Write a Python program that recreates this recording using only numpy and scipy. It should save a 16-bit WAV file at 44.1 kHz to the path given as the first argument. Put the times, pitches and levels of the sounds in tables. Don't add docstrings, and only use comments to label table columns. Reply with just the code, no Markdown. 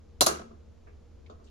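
import sys
import numpy as np
from scipy import signal
from scipy.fft import irfft
from scipy.io import wavfile

SR = 44100
rng = np.random.default_rng(int(sys.argv[2]) if len(sys.argv) > 2 else 0)


def unload_wav(signal):
    wavfile.write(
        sys.argv[1],
        SR,
        np.round(np.clip(np.atleast_2d(signal).T, -1, 1) * 32767).astype(np.int16),
    )


N = 66150


def amp(db):
    return 10 ** (np.asarray(db) / 20)


def unit(x):
    return x / np.sqrt(np.mean(abs(x) ** 2) + 1e-20)


def read(points, hz):
    f, value = np.transpose(points)
    return np.interp(np.log(hz + 1), np.log(f + 1), value)


def add(mix, s, sound):
    part = mix[:, max(round(s * SR), 0):][:, :sound.shape[1]]
    part += sound[:, :part.shape[1]]


def clock():
    return np.arange(N) / SR


def bins():
    return np.fft.rfftfreq(N, 1 / SR)


def fade(t, t60):
    return np.exp(-np.log(1000) * t / t60)


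def burst(rise_s, t60):
    t = clock()
    return np.minimum(t / rise_s, 1) * fade(np.maximum(t - rise_s, 0), t60)


# [f/Hz, correlation before limiting to +-0.99]
DIFFUSE_CORRELATION = [(60, -1), (150, 1.8), (300, 0.63), (640, -0.71), (1300, -0.51), (2800, 0.02),
                       (7000, 0), (15000, -0.05)]


def noise(colour_db, correlation=DIFFUSE_CORRELATION, lean_db=0):
    mid, side = np.exp(2j * np.pi * rng.random((2, len(colour_db))))
    same = np.clip(read(correlation, bins()), -.99, .99)
    mid = mid * np.sqrt(1 + same)
    side = side * np.sqrt(1 - same)
    left = (mid + side) * amp(lean_db / 2)
    right = (mid - side) * amp(-lean_db / 2)
    return unit(irfft(np.array([left, right]) * amp(colour_db), N))


# [f/Hz, level/dB before tilt, time to peak t/s]
CONTACT_MODES = [(1400, -15, .0008), (2800, -9, .0005), (3800, -1, .00065), (4700, -8, .00045),
                 (7400, -7, .0009), (9300, -8, .0005), (10800, -3, .0008), (12200, -12, .0005),
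                 (15000, -16, .0006)]
RIGHT_LAG_S, CRACK_RIGHT_DB = .0003, -1.5


def crack(tilt_db):
    t = np.maximum(clock()[:SR // 100] - np.array([[0], [RIGHT_LAG_S]]), 0)
    centre = np.mean([row[0] for row in CONTACT_MODES])
    out = 0
    for hz, db, peak_s in CONTACT_MODES:
        envelope = (t / peak_s * np.exp(1 - t / peak_s)) ** 3
        tilted_db = db + tilt_db * np.log2(hz / centre)
        out = out + amp(tilted_db) * envelope * np.sin(2 * np.pi * hz * t)
    return out * amp([[0], [CRACK_RIGHT_DB]])


MODE_LAG_TURNS, MODE_STRAY_TURNS = 0.18, .1


def ring(modes, spot, right_db):
    t = clock()
    out = np.zeros((2, N))
    random_turns = rng.uniform(-1, 1, (len(modes), 2))
    for (hz, *spot_db, t60), (start, stray) in zip(modes, random_turns):
        lag = np.array([[0], [MODE_LAG_TURNS + MODE_STRAY_TURNS * stray]])
        out += amp(spot_db[spot]) * fade(t, t60) * np.sin(2 * np.pi * (hz * t + start - lag))
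    return out * amp([[0], [right_db]])


# [f/Hz, level/dB at the first snap's spot, level/dB at the second's, t60/s]
STEEL_MODES = [(3680, -4, -12, 0.17), (4086, 9.5, -14.5, .14), (4320, -5, 0.5, .18), (4457, -4, -6, .2),
               (4630, -7.5, -1, 0.18), (5663, -3, 0, .14), (6200, -11.5, 3.5, .1), (6490, -5, 10, .14),
               (6850, -5.5, 3, .13), (7170, -7, -8, 0.091), (7564, -14, -14, .14), (9800, -12, 8.5, 0.16),
               (10090, 2.5, 3, 0.11), (10910, -2.5, 2.5, .11)]


def steel_ring(spot):
    return ring(STEEL_MODES, spot, -1)


RIPPLE_DB, RIPPLE_HZ = 3.2, 70


def ripple():
    hz = np.arange(0, SR, RIPPLE_HZ)
    depth = RIPPLE_DB * np.clip(rng.standard_normal(len(hz)), -2, 2)
    return np.interp(bins(), hz, depth) * (bins() > 1500)


# [f/Hz, level/dB per Hz]
SCATTER_COLOUR = [(100, -40), (1500, -15.5), (2200, -11.5), (3200, -8.5), (4200, 3), (5200, -2), (6500, 0),
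                  (8600, -9.5), (10500, -3.5), (12300, -9.5), (13700, -17.5), (15200, -15), (17000, -20.5)]
# [f/Hz, level/dB]
LEAN_LEFT = [(100, -10), (500, 4.5), (1100, -1), (2100, 1.5), (3300, 2.5), (6200, -6.5), (8500, -2.5),
             (10800, -1.5), (12300, -2.5), (14000, 1.5)]
SCATTER_RISE_S, SCATTER_T60_S = 0.0049, 0.13


def scatter(steel_db):
    colour_db = read(SCATTER_COLOUR, bins()) + steel_db
    return noise(colour_db, lean_db=read(LEAN_LEFT, bins())) * burst(SCATTER_RISE_S, SCATTER_T60_S)


# [f/Hz, level/dB per Hz]
BENCH_COLOUR = [(40, -38.5), (130, -21.5), (290, -6.5), (430, -9), (680, 1.5), (900, -2), (1230, -3),
                (1550, -12.5), (2000, -21), (5000, -49)]
BENCH_RISE_S, THUMP_MODE_DB, THUMP_MODE_T60_S = 0.0024, -7, .13


def thump(hz, t60):
    wood = noise(read(BENCH_COLOUR, bins()), lean_db=read(LEAN_LEFT, bins())) * burst(BENCH_RISE_S, t60)
    t = clock() - np.array([[0], [1.6 * RIGHT_LAG_S]])
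    mode = np.sin(2 * np.pi * hz * t) * burst(BENCH_RISE_S, THUMP_MODE_T60_S)
    return wood + amp(THUMP_MODE_DB) * mode


# [f/Hz, level/dB at the first snap's spot, level/dB at the second's, t60/s]
BENCH_RING_MODES = [(228, -7, -8.5, 0.93), (313.7, 6, -4, .26), (355.5, -8.5, 2, .42),
                    (425.3, -6, 5.5, .27), (458.5, -8.5, -4, .4), (513, 0, 2, 0.18), (602, 5, -1.5, 0.15),
                    (668.2, 3, 6, .2), (766.5, 3.5, -8, .26), (952, 5.5, -6, 0.048),
                    (1078, 1.5, -1.5, 0.29), (1181.4, -3.5, 3, .21), (1295, -4.5, -4, 0.4),
                    (1410, -9, -2.5, .17)]
KNOCK_RISE_S = 0.0025


def bench_ring(spot):
    return ring(BENCH_RING_MODES, spot, 0) * np.minimum(clock() / KNOCK_RISE_S, 1)


# [f/Hz, level/dB per Hz]
ROOM_COLOUR = [(50, -22), (140, -2.5), (235, 4.5), (310, 5), (420, 6), (850, 0.5), (1300, 7.5),
               (2000, -5.5), (4200, -6.5), (6300, 1.5), (8500, -9.5), (10300, -5), (13500, -18.5),
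               (16000, -20)]
# [f/Hz, t60/s]
ROOM_DECAY = [(100, .75), (300, .65), (1000, .42), (4000, .35), (8000, .28), (15000, .21)]
ROOM_RISE_S, ROOM_DB = .014, 3


def room(steel_db):
    diffuse = noise(read(ROOM_COLOUR, bins()) + steel_db)
    hz, t, z = signal.stft(diffuse, SR, nperseg=256)
    decayed = z * fade(t, read(ROOM_DECAY, hz)[:, None])
    tail = signal.istft(decayed, SR, nperseg=256)[1][:, :N]
    return amp(ROOM_DB) * tail * np.minimum(clock() / ROOM_RISE_S, 1)


# [t/s, crack level/dB, crack tilt/dB per octave, steel ring level/dB, scatter level/dB,
# thump level/dB, thump f/Hz, thump t60/s, bench ring level/dB, room level/dB before the room gain]
SNAP_EVENTS = [(.2083, -8, -.5, -31, -17.5, -16.5, 660, .08, -40, -33.5),
               (.2627, -14, 3, -39, -23, -21, 435, .14, -35.5, -30)]
BENCH_DELAY_S = .0015


def snaps():
    out = np.zeros((2, N))
    steel_db = ripple()
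    for spot, row in enumerate(SNAP_EVENTS):
        s, crack_db, tilt_db, ring_db, scatter_db, thump_db, hz, t60, bench_db, room_db = row
        add(out, s, amp(crack_db) * crack(tilt_db))
        add(out, s, amp(ring_db) * steel_ring(spot))
        add(out, s, amp(scatter_db) * scatter(steel_db))
        add(out, s, amp(room_db) * room(steel_db))
        add(out, s + BENCH_DELAY_S, amp(thump_db) * thump(hz, t60))
        add(out, s + BENCH_DELAY_S, amp(bench_db) * bench_ring(spot))
    return out


# [t/s, steel level/dB, push level/dB]
REBOUND_EVENTS = [(.2136, -16.5, -32), (.2182, -25, -15), (.2236, -20, -15), (.2662, -21, -24),
                  (.2684, -17, -22), (.2708, -21, -30), (.2790, -25, -25)]
# [f/Hz, level/dB per Hz]
REBOUND_COLOUR = [(500, -31), (2500, -10), (4200, -3), (6200, 1.5), (8300, -7), (10300, -1.5),
                  (12300, -8.5), (13700, -18), (16000, -16)]
REBOUND_RISE_S, REBOUND_T60_S, PUSH_HZ, PUSH_T60_S = .0005, .009, 650, .009


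def rebounds():
    out = np.zeros((2, N))
    for s, steel_db, push_db in REBOUND_EVENTS:
        spit = noise(read(REBOUND_COLOUR, bins())) * burst(REBOUND_RISE_S, REBOUND_T60_S)
        push = np.sin(2 * np.pi * PUSH_HZ * clock()) * burst(REBOUND_RISE_S, PUSH_T60_S)
        add(out, s, amp(steel_db) * spit + amp(push_db) * push)
    return out


# [t/s, f/Hz, level/dB, t60/s]
THUD_EVENTS = [(.234, 140, -34.5, .08), (.396, 680, -41, .09), (.399, 226, -45, .25), (.509, 222, -51, .25)]


def thuds():
    out = np.zeros((2, N))
    for s, hz, db, t60 in THUD_EVENTS:
        add(out, s, amp(db) * burst(KNOCK_RISE_S, t60) * np.sin(2 * np.pi * hz * clock())[None])
    return out


# [f/Hz, level/dB per Hz]
RATTLE_COLOUR = [(100, -25), (250, -6), (430, -1), (560, -5), (720, 2), (880, -10), (1100, -2), (1400, -2),
                 (1800, -16), (6000, -22), (9000, -36), (14000, -55)]
RATTLE_COUNT, RATTLE_START_S, RATTLE_GAP_S = 9, .295, .016
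RATTLE_DB, RATTLE_FALL_DB_PER_S, RATTLE_SPREAD_DB = -33, 100, 3
TICK_RISE_S, RATTLE_T60_S = 0.0021, 0.043


def rattle():
    out = np.zeros((2, N))
    for k, (late, size) in enumerate(rng.uniform(-1, 1, (RATTLE_COUNT, 2))):
        t = (k + late / 2) * RATTLE_GAP_S
        db = RATTLE_DB - RATTLE_FALL_DB_PER_S * t + RATTLE_SPREAD_DB * size
        clack = noise(read(RATTLE_COLOUR, bins())) * burst(TICK_RISE_S, RATTLE_T60_S)
        add(out, RATTLE_START_S + t, amp(db) * clack)
    return out


# [t/s, level/dB]
KNOCK_EVENTS = [(0.397, -47), (0.507, -52), (0.868, -56), (1.297, -45), (1.392, -57), (1.444, -63)]
# [f/Hz, level/dB per Hz]
KNOCK_COLOUR = [(50, -36), (210, -6), (300, -2), (420, 4), (540, -5), (680, 4.5), (850, -16), (1050, -4),
                (1300, -5), (1800, -33), (5000, -35), (12000, -62)]
KNOCK_T60_S, KNOCK_RING_DB = 0.21, -16.5


def knocks():
    out = np.zeros((2, N))
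    for s, db in KNOCK_EVENTS:
        push = noise(read(KNOCK_COLOUR, bins())) * burst(KNOCK_RISE_S, KNOCK_T60_S)
        add(out, s, amp(db) * (push + amp(KNOCK_RING_DB) * bench_ring(-1)))
    return out


# [t/s, level/dB, centre f/Hz, half-width/octaves at -6 dB, t60/s]
TICK_AND_PUFF_EVENTS = [(.868, -61.5, 1650, .22, .16), (.872, -67, 2350, .2, .28),
                        (1.261, -60, 2200, .25, .06), (1.262, -64, 3300, .6, .06),
                        (1.297, -64, 3600, .45, .15), (1.299, -68, 6600, .14, .13),
                        (1.441, -68, 5200, .6, .3), (1.470, -66, 3200, .4, .2)]


def ticks_and_puff():
    out = np.zeros((2, N))
    for s, db, hz, octaves, t60 in TICK_AND_PUFF_EVENTS:
        distance = np.log2((bins() + 1) / hz) / octaves
        colour_db = -20 * np.log10(1 + distance ** 4)
        add(out, s, amp(db) * noise(colour_db) * burst(TICK_RISE_S, t60))
    return out


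# [f/Hz, level/dB, half-width/Hz at -9.5 dB]
HUM_BANDS = [(75.1, -53, 12), (226.14, -69, 11), (473, -69, 7)]
# [f/Hz, correlation]
AIR_CORRELATION = [(30, 0.79), (150, .92), (500, 0.052), (1500, 0.83), (12000, 0.17)]


def hum():
    out = np.zeros((2, N))
    for hz, db, width in HUM_BANDS:
        colour_db = -20 * np.log10(1 + ((bins() - hz) / width) ** 2 * 2)
        out += amp(db) * noise(colour_db, AIR_CORRELATION)
    return out


# [f/Hz, level/dB per Hz]
RUMBLE_COLOUR = [(20, -5), (45, -5), (75, -3), (110, -13), (180, -16), (300, -17), (450, -17), (650, -25),
                 (1000, -38), (2000, -70)]
# [f/Hz, level/dB per Hz]
HISS_COLOUR = [(400, -20), (800, -3), (1400, -5.5), (1800, -10), (3000, -12), (7000, -14.5), (7900, -26),
               (12300, -29), (13200, -42), (16000, -45)]
RUMBLE_DB, HISS_DB = -56, -72.3


def air():
    rumble = amp(RUMBLE_DB) * noise(read(RUMBLE_COLOUR, bins()), AIR_CORRELATION)
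    hiss = amp(HISS_DB) * noise(read(HISS_COLOUR, bins()), AIR_CORRELATION)
    return rumble + hiss


def scene():
    shaken = rebounds() + thuds() + rattle()
    soft_sounds = knocks() + ticks_and_puff()
    return snaps() + shaken + soft_sounds + hum() + air()


CUTOFF_HZ = 16000


def record(dry):
    lowpass = signal.firwin(255, CUTOFF_HZ, window=("kaiser", 9), fs=SR)
    return signal.oaconvolve(dry, lowpass[None], "same")


dry = scene()
out = record(dry)
unload_wav(out)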